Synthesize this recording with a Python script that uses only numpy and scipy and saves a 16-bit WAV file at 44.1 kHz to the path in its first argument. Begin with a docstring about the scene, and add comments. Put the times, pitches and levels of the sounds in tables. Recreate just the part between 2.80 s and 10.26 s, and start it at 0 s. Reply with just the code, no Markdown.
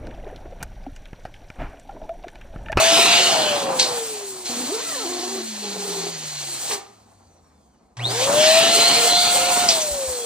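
"""In a curtained room, a mains-driven pump on a table blows up a balloon.
Its rotor whines, coasts down and is started again. Air roars in the casing and rushes through the
nozzle. Let go, the balloon empties through its fluttering rubber neck. The balloon also hoots, air
puffs from the neck, and hands bump softly against the table or the balloon."""
import sys
import numpy as np
from scipy import signal
from scipy.fft import rfft, irfft, next_fast_len
from scipy.io import wavfile
from scipy.ndimage import uniform_filter1d

SR = 44100
rng = np.random.default_rng(int(sys.argv[2]) if len(sys.argv) > 2 else 0)


def waveform_to_disk(signal):
    """Save audio, clipped to [-1, 1], as 16-bit WAV at the path in sys.argv[1]."""
    frames = np.transpose(np.atleast_2d(signal))
    scaled = np.clip(frames, -1, 1) * 32767
    samples = np.round(scaled).astype(np.int16)
    wavfile.write(sys.argv[1], SR, samples)


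N = 328839
TIME = np.arange(N) / SR
# When the pump's switch is held. Each row: on and off time in seconds.
SWITCH_TIMES = [(-1, .461), (5.165, 6.847)]


def from_db(db):
    """Turn decibels into a gain."""
    return 10 ** (np.asarray(db) / 20)


def rms_one(x):
    """Scale a signal to an average strength (rms) of 1."""
    return x / np.sqrt(np.mean(x ** 2) + 1e-20)


def in_time(rows):
    """Join rows that begin with a time into one curve for each other column."""
    seconds, *columns = np.transpose(rows)
    return [np.interp(TIME, seconds, column) for column in columns]


def at_hz(points, hz):
    """Read a table of levels in dB at the given frequencies."""
    known_hz, db = np.transpose(points)
    return np.interp(np.log(hz), np.log(known_hz), db)


def gate(start, end, fade_s):
    """Fade in from the start, hold at 1, fade out to the end."""
    return np.clip(np.minimum(TIME - start, end - TIME) / fade_s, 0, 1)


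def drift(rate_hz):
    """A smooth random wobble, about 1 in size."""
    steps = rng.standard_normal(int(N / SR * 200) + 2)
    pole = np.exp(-2 * np.pi * rate_hz / 200)
    slow = rms_one(signal.lfilter([1], [1, -2 * pole, pole * pole], steps))
    return np.interp(TIME * 200, np.arange(len(slow)), slow)


def tone(hz):
    """A sine wave that follows a pitch curve."""
    return np.sqrt(2) * np.sin(2 * np.pi * np.cumsum(hz) / SR + rng.uniform(0, 2 * np.pi))


def at_ports(x):
    """Sound reaches the microphone's left opening (port) two samples after the right."""
    return np.array([np.roll(x, 1), np.roll(x, -1)])


def shaped_noise(*spectra):
    """Noise coloured by tables of levels and by the ringing of the pump's casing."""
    # Casing resonances. Each row: centre in Hz, width in Hz, boost in dB.
    casing = [(750, 45, 3), (4730, 11, 8.5)]
    size = next_fast_len(N)
    hz = np.arange(size // 2 + 1) * SR / size + 1
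    db = sum(at_hz(spectrum, hz) for spectrum in spectra)
    db += sum(boost / (1 + ((hz - centre) / width) ** 2) for centre, width, boost in casing)
    return irfft(rfft(rng.standard_normal(size)) * from_db(db), size)[:N]


def wide_noise(spectrum, flicker_db):
    """Stereo noise: direct sound plus a scattered part, opposite in left and right."""
    # Each row: frequency in Hz, scattered level in dB relative to direct.
    spread = [(60, -22.5), (380, -6.5), (2380, -3.5), (15000, -28)]
    direct, scattered = shaped_noise(spectrum), shaped_noise(spectrum, spread)
    stereo = (at_ports(direct) + scattered * [[1], [-1]]) / np.std(direct)
    return stereo * from_db(flicker_db * drift(20))


def turbulence(x, depth_db):
    """Swirling air swells and thins in patches of pitch and time."""
    patch_hz, patch_s = 260.7, .09
    spectrum = signal.stft(x, nperseg=1024)[2]
    patches = rng.standard_normal(spectrum.shape[-2:])
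    for axis, cells in enumerate((patch_hz * 1024 / SR, patch_s * SR / 512)):
        patches = uniform_filter1d(uniform_filter1d(patches, int(cells), axis=axis), 3, axis=axis)
    return signal.istft(spectrum * from_db(depth_db * rms_one(patches)), nperseg=1024)[1][..., :N]


def still_room():
    """The faint, low noise of the room itself."""
    # Each row: frequency in Hz, relative level in dB.
    colour = [(30, -14), (65, -2.5), (108, -12.5), (230, -4), (724, -25), (1150, -30.5), (1450, -49),
              (8800, -41), (10000, -85)]
    return from_db(-61) * wide_noise(colour, flicker_db=0.94)


def room_echo(x):
    """Reflections blur into a short tail on each side, without deep bass."""
    t60_s = 0.58   # time to fade by 60 dB
    age = np.arange(int(.5 * SR)) / SR
    tail = rng.standard_normal((2, len(age))) * from_db(-60 * age / t60_s) * (age > .004)
    tail = signal.sosfilt(signal.butter(2, 350, "high", fs=SR, output="sos"), tail)
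    tail /= np.sqrt(np.sum(tail ** 2, axis=1, keepdims=True))
    return from_db(-6) * signal.fftconvolve(x[None], tail, axes=1)[:, :N]


def hand_bumps():
    """Hands knock the table or balloon with soft, low thuds."""
    # Each row: start in seconds, level in dB, pitch in Hz.
    bumps = [(5.469, -32.5, 99), (7.105, -26, 60), (7.272, -27, 71)]
    out = np.zeros(N)
    for start, db, hz in bumps:
        age = np.clip(TIME - start, 0, 2)
        out += from_db(db - 60 * age / 0.15) * np.clip(age / 0.015, 0, 1) * np.sin(2 * np.pi * hz * age)
    return out


def puffs_and_click():
    """Sharp puffs of air from the neck, and a faint click as the pump is switched on."""
    # Each row: start in seconds, level in dB, centre in Hz, seconds to rise, seconds to fade by 60 dB.
    bursts = [(0.984, -16, 3940, 0.014, 0.33), (1.012, -24, 4200, 0.014, 0.32),
              (3.89, -33, 920, 0.022, 0.47), (5.167, -44, 928, 0.0025, 0.47),
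              (6.881, -15.5, 4720, 0.008, 0.23), (6.897, -22, 3600, 0.0076, 0.47),
              (7.0, -25, 6000, 0.02, 0.15)]
    out = np.zeros((2, N))
    for start, db, hz, rise, t60 in bursts:
        age = np.clip(TIME - start, 0, 2)
        colour = [(hz / 9, -45), (hz / 2, -17), (hz / 1.11, -9), (hz, 0), (hz * 1.37, -8),
                  (8900, -14), (9900, -60)]
        fall_db = -60 * np.maximum(age - rise, 0) / t60
        body, snap = from_db(fall_db), from_db(-1.5 + fall_db / 0.3)
        out += from_db(db) * (body + snap) * np.clip(age / rise, 0, 1) ** 2 * wide_noise(colour, 0)
    return out


def neck_flutter():
    """Escaping air flaps the neck and rasps through it; a slack, low neck flaps more unevenly and rasps louder."""
    # One list for each flutter. Each row: time in seconds, pitch in Hz, level in dB.
    flutters = [
        [(1.69, 238.2, -33), (1.88, 248.6, -33), (1.94, 433, -24), (1.99, 447.5, -34), (2.035, 675, -52),
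         (2.1, 656.5, -41.5), (2.26, 353.7, -30), (2.4, 347.5, -32.5), (2.53, 396.4, -32), (2.62, 362.5, -29)],
        [(2.82, 410.4, -36.5), (3.3, 396, -30)],
        [(3.895, 480, -37), (3.93, 400.6, -30), (4.0, 395.6, -46), (4.14, 400, -72)],
    ]
    # Each row: upper levels in dB of one flutter's second and third harmonic, before any boost.
    overtones = [(-41, -47), (-45, -53), (-44, -48)]
    # Each row: frequency in Hz, relative level in dB.
    rasp_colour = [(120, -34), (250, 13), (450, 8), (900, 8), (2000, -3), (3000, -46)]
    taut_hz, taut_boost_db = 520, 12   # above this pitch the taut neck brings out the third harmonic
    out, rasp = np.zeros(N), rms_one(shaped_noise(rasp_colour))
    for rows, limits_db in zip(flutters, overtones):
        hz, db = in_time(rows)
        uneven = np.clip(0.363 * (347 / hz) ** 0.82, 0, 1)
        phase = 2 * np.pi * np.cumsum(hz * (1 + (.014 + .055 * uneven) * drift(40))) / SR
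        levels = [db, *(np.minimum(limit, db + 5) for limit in limits_db)]
        levels[2] += taut_boost_db * np.clip(2 * (hz / taut_hz - 1), 0, 1)
        flaps = sum(from_db(level + (3.5 + 3 * uneven) * drift(45)) * np.sin(k * phase)
                    for k, level in enumerate(levels, 1))
        rasp_part = uneven * rasp * from_db(np.minimum(db, -33))
        out += gate(rows[0][0], rows[-1][0], 0.0095) * (flaps + rasp_part)
    return out


def balloon_hoots():
    """The balloon's skin sounds short, wavering notes."""
    # Each row: start in seconds, length in seconds, pitch in Hz, level in dB.
    hoots = [(0.11, 0.062, 311, -27.5), (0.374, 0.15, 372, -32), (3.661, 0.12, 345, -46),
             (5.926, 0.13, 442.1, -33.5), (6.15, 0.13, 462, -27.5), (6.53, 0.18, 531.4, -30.5)]
    out = np.zeros(N)
    for start, length, hz, db in hoots:
        swell = from_db(db + 3 * drift(20)) * gate(start, start + length, 0.031)
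        out += swell * tone(hz * (1 + 0.014 * drift(32)))
    return out


def noise_band(hz, width_hz=450):
    """A narrow band of noise around a moving centre."""
    slow = signal.sosfilt(signal.butter(2, width_hz / 2, fs=SR, output="sos"), rng.standard_normal((2, N)))
    phase = 2 * np.pi * np.cumsum(hz) / SR
    return rms_one(slow[0] * np.cos(phase) + slow[1] * np.sin(phase))


def inlet_whistle():
    """Air entering the balloon stirs two breathy resonances of nozzle and neck."""
    # One list for each fill. Each row: time in seconds, low pitch in Hz, its level in dB,
    # high pitch in Hz, its level in dB.
    whistles = [
        [(0.0, 2689, -32, 4000, -32), (0.25, 2500, -30, 4050, -25), (0.45, 3000, -25, 4250, -25.5),
         (0.8, 2970, -44, 4207, -39)],
        [(5.6, 3150, -25, 4350, -32), (5.69, 2650, -27, 4163, -22.5), (5.86, 2800, -25.5, 3874, -23),
         (6.1, 3050, -26, 4240, -21.5), (6.22, 3000, -34, 4210, -28), (6.38, 3500, -29.5, 4335, -20),
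         (6.75, 3400, -44, 4364, -34)],
    ]
    low_hz, low_db, high_hz, high_db = in_time([*whistles[0], *whistles[1]])
    filling = gate(-1, 0.96, 0.25) + gate(5.55, 6.85, 0.049)
    low = from_db(low_db + 2 * drift(2.1)) * noise_band(low_hz + 40 * drift(6.6))
    high = from_db(high_db + 2 * drift(9.6)) * noise_band(high_hz + 60 * drift(8))
    return filling * turbulence(low + high, depth_db=2.2)


def air_gains(speed):
    """How strong roar, rush, hiss and jet are: the powers of fan, filling and leak add up."""
    covered = gate(0, 0.984, 0.11) + gate(7, 6.89, 0.11)   # the neck muffles the nozzle
    roar, jet, hiss = (from_db(db + db_per_tenfold * np.log10(speed / 700) - 15.5 * covered) ** 2
                       for db, db_per_tenfold in [(-40.5, 27.5), (-29.5, 43), (-28, 47.5)])
    # Air driven in, one list for each fill. Each row: time in seconds, rush in dB, roar in dB.
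    fills = [
        [(0, -19, -28.5), (.39, -18, -30.5), (.65, -25.5, -31), (1.0, -39.5, -33.5), (1.22, -37.5, -41)],
        [(5.22, -67, -40), (5.32, -27.5, -36), (5.44, -22, -35), (5.48, -35.5, -25.5), (5.63, -19.5, -30),
         (6.11, -21.5, -33), (6.55, -27.5, -36.5), (6.89, -28.5, -33)],
    ]
    rush = np.zeros(N)
    for rows in fills:
        rush_db, roar_db = in_time(rows)
        hiss_db = -30 + 0.99 * (rush_db + 20.5)
        filling = gate(rows[0][0] - .05, rows[-1][0] + 0.23, np.where(TIME < rows[1][0], .05, .25))
        roar += (filling * from_db(roar_db)) ** 2
        rush += (filling * from_db(rush_db)) ** 2
        hiss += (filling * from_db(hiss_db)) ** 2
    # Fingers let air out of the neck. Each row: time in seconds, jet in dB, hiss in dB.
    leak = [(1.641, -32, -38.5), (2.55, -32.5, -39), (2.66, -36.5, -43.5), (3.2, -30.5, -38),
            (3.33, -34.5, -44.5), (3.7, -34.5, -39.5), (3.83, -34, -35), (3.935, -27, -33)]
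    jet_db, hiss_db = in_time(leak)
    after = np.maximum(TIME - leak[-1][0], 0)
    slow_tail = from_db(-25 - 60 * after)
    leaking = np.clip((TIME - leak[0][0]) / 0.019, 0, 1) * (from_db(-60 * after / 0.19) + slow_tail)
    roar += (leaking * from_db(jet_db - 15.5)) ** 2
    jet += (leaking * from_db(jet_db)) ** 2
    hiss += (leaking * from_db(hiss_db)) ** 2
    return np.sqrt([roar, rush, hiss, jet])


def moving_air(speed):
    """Air roars in the casing, rushes into the balloon, and jets and hisses out of neck or nozzle."""
    # The colours of these noises. Each row: frequency in Hz, relative level in dB.
    roar_colour = [(40, -31.5), (156, -6.5), (303, -3.5), (724, 1), (1000, -1), (1250, -6), (1690, -13),
                   (2500, -17.5), (4000, -74)]
    rush_colour = [(900, -27.5), (1500, -9), (3440, -1.5), (5300, -6), (7000, -5), (9500, -58.5)]
    jet_colour = [(900, -29.5), (1400, -12.5), (2000, -10), (2800, -8), (3850, -5), (4180, 1), (4600, -3),
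                  (5000, -6.5), (7000, -2.5), (9500, -55.5)]
    hiss_in_step = [(2350, -32), (4300, -9.5), (8530, 5.5), (9030, -1), (10400, -65.5), (13500, -35),
                    (13900, -7), (15800, -7)]
    hiss_opposed = [(2350, -28), (4000, -23), (8480, 3), (9560, 0.5), (14400, -10), (15800, -23)]
    roar, rush, hiss, jet = air_gains(speed)
    in_step = rms_one(shaped_noise(hiss_in_step))
    # From about 10 to 13 kHz the hiss is wide, opposite in left and right.
    opposed = from_db(3.5) * rms_one(shaped_noise(hiss_opposed)) * [[1], [-1]]
    out = roar * from_db(3.5) * turbulence(wide_noise(roar_colour, flicker_db=2), depth_db=2)
    out += rush * turbulence(wide_noise(rush_colour, flicker_db=0.85), depth_db=2.5)
    out += jet * turbulence(wide_noise(jet_colour, flicker_db=1), depth_db=1.1)
    return out + hiss * (in_step + opposed) * from_db(1.75 * drift(10))


def rotor_speed():
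    """Turns per second: the motor pulls the rotor on, friction and air drag hold it back."""
    step_s, speed, half_pull_speed = .004, 649, 302.3
    full_pull, friction, relief = 4400, 46.5, 104.5   # turns per second gained or lost each second
    times = np.arange(0, N / SR + step_s, step_s)
    switch = sum(np.clip(np.minimum(times - on, off - times) / step_s, 0, 1) for on, off in SWITCH_TIMES)
    # The full balloon stalls the air and eases the drag.
    easing = relief * np.clip(np.minimum(times - .53, 1.17 - times) / .1, 0, 1)
    speeds = []
    for powered, eased in zip(switch, easing):
        speeds.append(speed)
        pull = powered * full_pull / (1 + (speed / half_pull_speed) ** 2.133)
        drag = .001091 * speed ** 2
        speed += step_s * (pull + eased - friction - drag)
    return np.interp(TIME, times, speeds)


def rotor_shake(speed):
    """The unbalanced rotor shakes casing and table once per turn."""
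    # The tone while coasting and under power. Each row: turns per second, level in dB.
    coasting_levels = [(55, -71.5), (94, -60), (118, -66), (140, -46.5), (215, -39), (285, -45), (310, -50),
                       (340, -59), (365, -41), (440, -33.5), (580, -28), (720, -28.5)]
    powered_levels = [(250, -62), (350, -40), (540, -24), (645, -14.5), (688, -24.5), (699, -29),
                      (708, -25), (722, -26.5)]
    # The room's standing waves tip it sideways. Each row: turns per second, left minus right in dB.
    balance = [(450, 2), (675, 6), (698, -3), (720, -7.5)]
    powered = sum(gate(on, off + 0.06, 0.023) for on, off in SWITCH_TIMES)
    db = powered * at_hz(powered_levels, speed) + (1 - powered) * at_hz(coasting_levels, speed)
    shake = from_db(db + 1.8 * drift(12)) * tone(speed + 1.6 * drift(13))
    return at_ports(shake) * from_db(at_hz(balance, speed) / 2 * [[1], [-1]])


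def motor_whine(speed):
    """Whines follow the rotor's speed; while coasting, faint ones swell at casing resonances."""
    # Each row: multiple of the speed, level in dB, turns per second at which it is loudest.
    powered_whines = [(1.831, -42, 716), (2.0, -36, 698), (2.999, -40, 700)]
    # Each row: multiple of the speed, level in dB, resonance in Hz, its width as a fraction.
    coasting_whines = [(7.05, -50, 3400, .06), (46.5, -85, 3400, .1), (69, -76, 5900, .12),
                       (91, -82, 6800, .16)]
    powered = sum(gate(on, off + 0.053, 0.023) for on, off in SWITCH_TIMES)
    out = np.zeros(N)
    for multiple, db, loudest in powered_whines:
        swell_db = -2.5 * (np.log(speed / loudest) / 0.039) ** 2 + 2.5 * drift(13)
        out += powered * from_db(db + swell_db) * tone(multiple * speed + 7 * drift(25))
    for multiple, db, resonance_hz, width in coasting_whines:
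        hz = multiple * speed
        swell_db = -3 * (np.log(hz / resonance_hz) / width) ** 2 + 4.5 * drift(12)
        out += (1 - powered) * from_db(db + swell_db) * tone(np.minimum(hz, 12000) + 60 * drift(40))
    return out


def motor_buzz(speed):
    """The current hums; at the restart it surges and the spinning contact bars (commutator) sing."""
    # The song of the bars. Each row: frequency in Hz, level in dB.
    bar_levels = [(1540, -38.5), (3220, -36), (3750, -20.5), (4370, -30.5), (5300, -42)]
    bar_count, pulse_hz = 12, 120   # the pull peaks twice in each mains cycle
    restart = SWITCH_TIMES[1][0]
    powered = sum(gate(on, off, 0.025) for on, off in SWITCH_TIMES)
    hum_db = np.maximum(-29 - 58 * np.abs(TIME - restart - .07), -55.5)
    hum = powered * from_db(hum_db) * tone(np.full(N, pulse_hz))
    hz = bar_count * speed
    current = 1 + 0.86 * np.cos(2 * np.pi * pulse_hz * (TIME - 5.255))
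    octave_db = -41 - 600 * np.abs(TIME - restart - .032)
    octave = from_db(octave_db) * gate(restart + .015, restart + .075, .01) * tone(2 * hz)
    song = from_db(at_hz(bar_levels, hz)) * gate(restart + 0.022, restart + .4, 0.0082) * tone(hz)
    return hum + current * (song + octave)


def scene():
    """Pump and balloon in front of the microphone."""
    speed = rotor_speed()
    tones = motor_whine(speed) + motor_buzz(speed) + neck_flutter() + balloon_hoots() + inlet_whistle()
    out = still_room() + room_echo(tones) + at_ports(tones)
    return out + rotor_shake(speed) + moving_air(speed) + puffs_and_click() + hand_bumps()


def record(dry):
    """Cut the deep bass and the highest treble."""
    dry = signal.sosfilt(signal.butter(2, 40, "high", fs=SR, output="sos"), dry)
    return signal.sosfilt(signal.cheby2(18, 70, 15950, fs=SR, output="sos"), dry)


dry = scene()
out = record(dry)
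waveform_to_disk(out)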